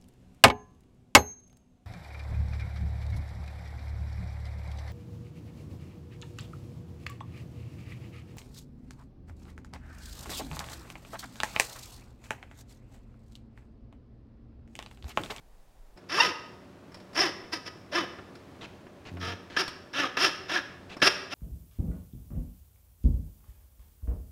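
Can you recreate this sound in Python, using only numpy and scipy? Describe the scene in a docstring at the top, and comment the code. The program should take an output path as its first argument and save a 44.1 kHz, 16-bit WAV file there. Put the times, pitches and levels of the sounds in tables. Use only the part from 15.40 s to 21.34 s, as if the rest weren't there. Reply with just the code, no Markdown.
"""A butcher's bow saw works through a carcass on a table in a garage, after half a second of low wind over a snowy field.
On each stroke the teeth chop into bone at a rate set by the arm's speed; they shake the carcass, throw grit and ring the blade.
Resonances swell under the teeth, the blade chatters, ticks and scuffs, and the carcass judders on the table.
The bare room rings on, over its air and a faint hum."""
import sys
import numpy as np
from scipy import signal
from scipy.fft import rfft, irfft
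from scipy.io import wavfile

SR = 44100
rng = np.random.default_rng(int(sys.argv[2]) if len(sys.argv) > 2 else 0)


def unload_wav(signal):
    """Save mono or channel-first audio to the path in sys.argv[1] as 16-bit WAV at rate SR, clipped to [-1, 1]."""
    wavfile.write(
        sys.argv[1],
        SR,
        np.round(np.clip(np.atleast_2d(signal).T, -1, 1) * 32767).astype(np.int16),
    )


N = 261954
T = np.arange(N) / SR  # time in s

# the blade's cluster of high modes: pitch_hz, width_hz, relative level_db
BLADE_MODES = [(4820, 140, -8), (4933, 150, -16), (4970, 27, -15), (5604, 260, -14), (5450, 40, -8),
               (5534, 170, 5), (6020, 130, -18), (8980, 310, -15), (10600, 84, -81)]


def undb(db):
    """Decibels to gain."""
    return 10 ** (np.asarray(db) / 20)


def unit(x):
    """Scale to rms 1."""
    return x / np.sqrt(np.mean(x ** 2))


def convolve(x, response):
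    """Pass a sound through an impulse response."""
    return signal.fftconvolve(x, response)[:len(x)]


def colour(x, points, size=2048):
    """Minimum-phase filter of unit energy through (Hz, dB) points."""
    hz, db = np.transpose(points)
    grid = np.maximum(np.arange(size + 1) * SR / (2 * size), 1)
    level_db = np.interp(np.log(grid), np.log(hz), db)
    # folding the cepstrum makes the response causal
    cepstrum = irfft(np.log(undb(level_db)))
    cepstrum[1:size] *= 2
    cepstrum[size + 1:] = 0
    response = irfft(np.exp(rfft(cepstrum)))
    return convolve(x, response / np.linalg.norm(response))


def walk(rate):
    """Random wandering through `rate` knots a second, spread near 1."""
    knots = rng.standard_normal(4096)
    return np.interp(T * rate, np.arange(len(knots)), knots)


def pulses(hz, jitter, scatter_db):
    """One click a cycle, uneven in time and size; also the phase within the cycle."""
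    turns = np.cumsum(hz * (1 + jitter * walk(300))) / SR
    at = np.flatnonzero(np.diff(np.floor(turns)))
    # each click is shared between the two samples it falls between
    late = (np.floor(turns[at + 1]) - turns[at]) / (turns[at + 1] - turns[at])
    scatter = undb(scatter_db * rng.standard_normal(N)[:len(at)])
    sizes = scatter / np.sqrt(hz[at])  # faster clicks are smaller, for even power
    train = np.bincount(at, sizes * (1 - late), N) + np.bincount(at + 1, sizes * late, N)
    return unit(train - train.mean()), turns % 1


def grit(spread_db):
    """Dense tiny fractures as noise whose size varies from sample to sample."""
    spread = np.minimum(rng.exponential(size=N), 2 * np.pi)
    return unit(rng.standard_normal(N) * undb(spread_db * spread))


def ring(x, modes):
    """Damped modes struck together, alternating in sign; unit energy."""
    t = T[:SR // 2]
    response = 0
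    for k, (hz, width, db) in enumerate(modes):
        decay = width * np.exp(-np.pi * width * t)
        response = response + (-1) ** k * undb(db) * decay * np.sin(2 * np.pi * hz * t)
    return convolve(x, response / np.linalg.norm(response))


def disperse(x, lag_at_1hz_s):
    """Bending waves run faster the higher they are, so each click arrives as a tiny downward chirp."""
    hz = np.arange(N // 2 + 1) * SR / N
    return irfft(rfft(x) * np.exp(-4j * np.pi * lag_at_1hz_s * np.sqrt(hz)), N)


def saw():
    """Teeth strike bone one after another; strikes shed grit, and rubbing in the same rhythm rings the steel."""
    # bone and bow in a shallow cut, then a deep one: pitch_hz, width_hz, relative level_db
    shallow_modes = [(762, 54, -11), (950, 52, -14), (1258, 14.2, 3.5), (1650, 110, -1), (1780, 26, -4.5),
                     (1850, 85, -8), (2650, 100, -4), (3008, 36, -1), (3820, 36, -54)]
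    deep_modes = [(758, 12, -4), (902.3, 6.8, 2), (1240, 34, 3), (1335, 100, 1.5), (1638, 150, -8),
                  (1632, 32, -0.5), (1739, 71, -0.5), (1930, 35, -5), (2187, 17, -3), (2640, 230, -2.5),
                  (3253, 71, -5), (3327, 71, -6.5), (3580, 110, -26), (4174, 120, -11.5)]
    # the table top's resonances: pitch_hz, width_hz, relative level_db
    table_modes = [(93, 8.2, -4), (186, 46, 0.5), (238, 30, -12.5)]
    # colours of bone, tooth buzz, rubbing blade, bone dust and flesh: pitch_hz, relative level_db
    bone_colour = [(300, -14), (600, 1.5), (1000, -4.5), (1700, -6.5), (2300, -22.5), (2800, -1),
                   (3600, -0.5), (4400, -11.5), (6000, -9), (7500, -35), (12000, -54.5)]
    buzz_colour = [(300, -20), (600, 8), (1200, 5), (1900, 8.5), (3000, -0.5), (5000, -35)]
    blade_colour = [(3500, -23), (4500, 8.5), (5100, 18.5), (5550, 5), (6000, -9.5), (6800, -1.5),
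                    (9000, -45)]
    dust_colour = [(3000, -14), (6000, 9.5), (7500, -1.5), (8500, 0), (9800, 3), (11000, -1), (13000, -3.5),
                   (15500, -19)]
    carcass_colour = [(30, -39), (70, -36.5), (170, -14), (340, 6), (560, 5), (800, 3.5), (1500, -47)]

    tooth_hz, gains = arm()
    # bone is uneven, so the bite comes and goes within a stroke
    bite, blade_gain, thrum = gains * undb(2.2 * walk(140))
    teeth, phase = pulses(tooth_hz, jitter=.03, scatter_db=2)
    teeth = disperse(teeth, lag_at_1hz_s=.1)
    strike = unit(.5 + np.exp(-phase / .4))
    chips = strike * grit(spread_db=2)
    cutting = bite * unit(teeth + undb(7) * chips)

    # the cut deepens from 0 to 1, and the resonances change with it
    depth = np.clip((T - 2.7) / 1.302, 0, 1)
    shallow = ring(cutting * np.sqrt(1 - depth), shallow_modes)
    deep = ring(cutting * np.sqrt(depth), deep_modes)
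    bone = undb(-6.5) * colour(cutting, bone_colour) + undb(-4.5) * (shallow + deep)
    # the tooth rate stands out as a buzz, most of all in a shallow cut
    buzz = undb(-5 - 5 * depth) * colour(bite * teeth, buzz_colour)

    # the flat of the blade rubs the walls of the cut
    rubbing = blade_gain * strike * grit(spread_db=-0.5)
    blade = undb(-4.5) * colour(rubbing, blade_colour) + undb(-8) * ring(rubbing, BLADE_MODES)
    dust_gain = bite ** 0.5 * blade_gain ** 0.63
    dust = undb(-18) * colour(dust_gain * grit(spread_db=3.0), dust_colour)

    # soft flesh passes on mainly the tooth rate itself, and the table rumbles under it
    shaking = thrum * (teeth + undb(-10) * chips)
    carcass = undb(-4.0) * colour(shaking, carcass_colour)
    table = undb(-16.0) * ring(thrum * chips, table_modes)
    return bone + buzz + blade + dust + carcass + table


def arm():
    """Tooth rate and gains of bite, blade and carcass: each stroke engages, speeds up, slows and lets go."""
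    # strokes of the saw: start_s, length_s, rising (share of it spent speeding up), top_tooth_rate_hz,
    # bite_db (drive at top speed), blade_db and thrum_db (blade ring and carcass thrum against bite)
    strokes = [ (0.687, 0.23, 0.62, 517.9, -23.5, -4, -7.5), (1.745, 0.15, 0.46, 399, -24.5, -3.5, -6.5),
               (2.117, 0.059, 0.26, 330, -34, 3.5, -4), (2.249, 0.039, 0.68, 249.7, -38.5, 1, -6.5),
               (2.514, 0.13, 0.41, 355.7, -27, -8, -3), (3.798, 0.14, 0.63, 233.3, -33.5, -8.5, -5),
               (4.162, 0.077, 0.48, 401.3, -27.5, 0.5, -8.5), (4.53, 0.144, 0.43, 297.1, -26.5, -11, -6.5),
               (4.768, 0.126, 0.6, 397.5, -21, -1.5, -11), (5.08, 0.12, 0.58, 368, -25, -8, -11.5),
               (5.614, 0.074, 0.84, 405, -20.5, 1, -12.5), (5.899, 0.090, 0.45, 298.6, -30, -6.5, -5.5), ]
    turn_teeth_hz = 227.8  # teeth passing each second at either end of a stroke
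    attack_s, release_s = 0.012, 0.0041  # the teeth engage and let go
    # the arm presses less at the ends of a stroke
    slow_bite_db, slow_blade_db, slow_thrum_db = -9.5, -10, -6
    speed_curve = 1.3  # above 1 the arm holds its top speed longer
    swell_curve = 1.31  # above 1 the pressure lingers near its top
    db_per_octave = 5.5  # faster teeth cut louder
    lean_db, blade_lean_db = 6.5, -2  # through a stroke the thrum grows and the flesh damps the blade
    blade_lead = .35  # under 1 the blade sings before the teeth are fully in

    rate, gains = np.full(N, 1. * turn_teeth_hz), np.zeros((3, N))
    for start, length_s, rising, top_hz, bite_db, blade_db, thrum_db in strokes:
        now = (T >= start) & (T < start + length_s + release_s)
        t = T[now] - start
        speed = np.interp(t / length_s, [0, min(rising, 1), 1], [0, 1, 0])
        rate[now] = turn_teeth_hz + (top_hz - turn_teeth_hz) * (1 - (1 - speed) ** speed_curve)
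        slack = (1 - speed) ** swell_curve
        lean = t / length_s - .5
        contact = np.clip(np.minimum(t / attack_s, 1 + (length_s - t) / release_s), 0, 1)
        effort = undb(bite_db + db_per_octave * np.log2(rate[now] / top_hz))
        bite = contact * undb(slow_bite_db * slack)
        blade = contact ** blade_lead * undb(blade_db + slow_blade_db * slack + blade_lean_db * lean)
        thrum = contact * undb(thrum_db + slow_thrum_db * slack + lean_db * lean)
        gains[:, now] += effort * np.array([bite, blade, thrum])
    return rate, np.hypot(gains, jolts())


def jolts():
    """Teeth slam into hard bone, a sudden extra load: mostly bite and thrum, little blade."""
    # jolts of the saw: start_s, length_s, drive level_db
    slams = [(2.122, 0.042, -35.5), (2.53, 0.011, -30), (3.822, .02, -37), (4.164, 0.011, -21),
             (4.769, 0.031, -22.5), (5.092, .014, -29.5), (5.617, 0.019, -16), (5.666, 0.012, -17.5)]
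    rise_s = 0.0023
    blade_db, thrum_db = -18.5, -6  # against the jolt's own bite
    load = np.zeros(N)
    for s, length_s, db in slams:
        t = T[T >= s] - s
        load[T >= s] += undb(db) * np.minimum(t / rise_s, 1) * np.exp(-(t / length_s) ** 2)
    return np.outer(undb([0, blade_db, thrum_db]), load)


def bow_notes(rise_s, decay_s, rough):
    """A resonance of bow, blade or bone catches the teeth, builds up unevenly, then dies away."""
    # swelling notes: peak_s, pitch_hz, level_db (before the roughness)
    notes = [(0.726, 1263, -30), (0.786, 1202, -26), (1.77, 5380, -31), (1.808, 5260, -21.5),
             (1.82, 780, -21.5), (2.538, 567, -28), (2.583, 1229, -29.5), (4.174, 1676, -27),
             (4.643, 1251, -24.5), (5.165, 1692, -21.5), (5.633, 1653, -20), (5.672, 403.2, -27.5)]
    out = 0
    for s, hz, db in notes:
        swell = undb(db) * np.exp(np.minimum((T - s) / rise_s, (s - T) / decay_s))
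        uneven = 1 + rough * walk(200)
        out = out + swell * uneven * np.sin(2 * np.pi * hz * T + rough * walk(hz / 6))
    return out


def chatter():
    """The blade sticks and slips evenly for a few cycles: a short, hard squawk."""
    # grabs of the blade: peak_s, slip_rate_hz, level_db, half_length_s (of a bell-shaped swell)
    grabs = [(0.808, 920, -16, 0.0049)]
    # colour of the squawk: pitch_hz, relative level_db
    squawk_colour = [(400, -59), (900, 4.5), (1850, 2.5), (2770, 6.5), (3700, -2.5), (5500, -2),
                     (7500, -47)]
    out = 0
    for s, hz, db, half_s in grabs:
        slips, _ = pulses(np.full(N, 1. * hz), jitter=.005, scatter_db=.5)
        squawk = colour(slips, squawk_colour)
        out = out + squawk * undb(db) * np.exp(-.5 * ((T - s) / half_s) ** 2)
    return out


def ticks():
    """Single teeth snag and let go: a brief crunch and a faint ring of the blade."""
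    # teeth ticking in the cut: start_s, drive level_db, treble_db (against the middle)
    snags = [(0.574, -52, 2), (1.519, -56, 2), (1.544, -46.5, 4.5), (1.571, -51, -2), (1.601, -55.5, 5),
             (1.732, -52, 3.5), (1.796, -47, 14), (2.04, -38.5, -22), (2.708, -47, -30), (2.787, -37, -25),
             (2.953, -56.5, 10), (3.467, -42, -18), (3.769, -37.5, -19), (4.279, -47.5, 15.5),
             (5.567, -35, -8.5), (5.6, -61, 11)]
    # colours of the knock and of its treble: pitch_hz, relative level_db
    knock_colour = [(100, 5), (400, 2), (1200, 0.5), (2800, -7.5), (4500, -20), (9000, -66)]
    treble_colour = [(2000, 0.5), (4000, -3), (5400, 2), (6500, -12), (10000, -16), (15500, -33)]
    decay_s = 0.0093
    middle, top = np.zeros((2, N))
    for s, db, treble_db in snags:
        fall = undb(db) * (T >= s) * np.exp(-np.abs(T - s) / decay_s)
        middle += fall
        top += fall * undb(treble_db)
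    crunch = grit(spread_db=3.0)
    knock = undb(-2) * colour(middle * crunch, knock_colour)
    treble = colour(top * crunch, treble_colour)
    return knock + treble + undb(-7.0) * ring(top * crunch, BLADE_MODES)


def scuffs(edge_s):
    """The blade slides through wet meat without biting: a hiss with a rough, falling squeak."""
    # light scuffs: start_s, length_s, drive level_db, squeak_start_hz, squeak_end_hz
    slides = [(3.211, 0.05, -48.5, 3740, 2296), (3.653, 0.045, -51, 2870, 2520),
              (4.1, 0.07, -52, 1722, 1606), (5.496, 0.054, -49.5, 2679, 2608)]
    # colour of the hiss: pitch_hz, relative level_db
    hiss_colour = [(200, 7.5), (1300, 2), (2600, 2), (4000, -1.5), (7000, -14.5), (14000, -39)]
    out, hiss = 0, colour(grit(spread_db=4.0), hiss_colour)
    for s, length_s, db, start_hz, end_hz in slides:
        gain = undb(db) * np.clip(np.minimum(T - s, s + length_s - T) / edge_s + .5, 0, 1)
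        hz = np.interp(T, [s, s + length_s], [start_hz, end_hz])
        squeak = walk(550) * np.sin(2 * np.pi * np.cumsum(hz) / SR)
        out = out + gain * (undb(3) * hiss + undb(0.5) * squeak)
    return out


def judder():
    """The carcass creeps over the table top in low, quick slips."""
    # colour of the table top: pitch_hz, relative level_db
    table_colour = [(45, -30), (95, 5.5), (170, 0.5), (300, -5.5), (700, -48)]
    start_s, end_s, fade_s = 3.71, 3.94, 0.024
    slip_hz, level_db = 88.9, -44.5
    slips, _ = pulses(np.full(N, 1. * slip_hz), jitter=0.09, scatter_db=3)
    sliding = np.clip(np.minimum(T - start_s, end_s - T) / fade_s + .5, 0, 1)
    return colour(slips * sliding * undb(level_db), table_colour)


def room(x, early_db, late_db):
    """Table and nearby walls answer first, then a diffuse tail that dulls as it fades."""
    # the garage's decay: pitch_hz, t60_s (time to fall 60 dB)
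    decay_times = [(150, 0.67), (500, 0.91), (1200, 0.78), (3000, 0.61), (5500, 0.61), (10000, 0.5)]
    t = T[:SR]
    hz, t60 = np.transpose(decay_times)
    noise, grid = rfft(rng.standard_normal(SR)), np.log(np.arange(SR // 2 + 1) + 1)
    tail = 0
    # overlapping bands of one noise, each fading at its own pace
    for share, life in zip(np.eye(len(hz)), t60):
        band = irfft(noise * np.interp(grid, np.log(hz), share), SR)
        tail = tail + band * np.exp(-np.log(1000) * t / life)
    tail = tail * (1 - np.exp(-t / 0.0053))
    # sparse echoes after the first 2 ms
    echoes = rng.standard_normal(SR) * (rng.random(SR) < .02)
    early = echoes * (t > .002) * np.exp(-t / 0.016)
    early = undb(early_db) * early / np.linalg.norm(early)
    late = undb(late_db) * tail / np.linalg.norm(tail)
    return convolve(x, early + late)


def background():
    """Low rumble of wind outdoors as shaped noise; indoors, drifting room air and a wavering hum."""
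    # colours of the windy field and the garage air: pitch_hz, relative level_db
    field_colour = [(12, -10), (20, -1.5), (41, -8), (56, -23), (75, -24.5), (240, -32.5), (780, -31.5),
                    (1270, -40), (2000, -43.5), (3200, -47.5), (7000, -50), (15000, -54.5)]
    garage_colour = [(15, -22), (25, -19), (53, -7), (86, 3.5), (237, -0.5), (264, 1.5), (301, 0),
                     (373, 0.5), (515, -7.5), (573, -2), (856, -10.5), (1060, -10), (5570, -27.5),
                     (7280, -31.5), (15000, -40.5)]
    # an appliance motor's hum: pitch_hz, level_db (the centres both waver around)
    hum_tones = [(88, -67.5), (120, -91), (187, -64), (270, -66), (365, -64.5), (479, -67.5), (576, -68)]
    indoors = np.clip((T - .562) / 0.0026, 0, 1)  # field gives way to garage at 0.562 s
    wind = undb(-53.0) * colour(rng.standard_normal(N), field_colour, size=8192)
    drift = undb(walk(3.7))
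    air = undb(-51.5) * drift * colour(rng.standard_normal(N), garage_colour, size=8192)
    hum = 0
    for hz, db in hum_tones:
        gain = undb(db + 1.5 * walk(18)) * np.sqrt(2)  # sqrt(2) makes the level rms
        turns = np.cumsum(hz + 3 * walk(12)) / SR
        hum = hum + gain * np.sin(2 * np.pi * turns)
    return (1 - indoors) * wind + indoors * (air + hum)


def scene():
    """All the work at the table, heard in the garage, over the background."""
    tones = bow_notes(rise_s=0.0077, decay_s=0.014, rough=0.99) + chatter()
    noises = saw() + ticks() + scuffs(edge_s=0.0028) + judder()
    # the flat steel beams its tones, so less of them reaches the walls
    to_walls = noises + undb(-3) * tones
    return (noises + tones + room(to_walls, early_db=-13, late_db=-11) + background())[None]


def record(dry):
    """A steep low-pass removes the top above 15.8 kHz."""
    return signal.sosfilt(signal.ellip(10, .2, 70, 15800, fs=SR, output="sos"), dry)


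dry = scene()
out = record(dry)
unload_wav(out)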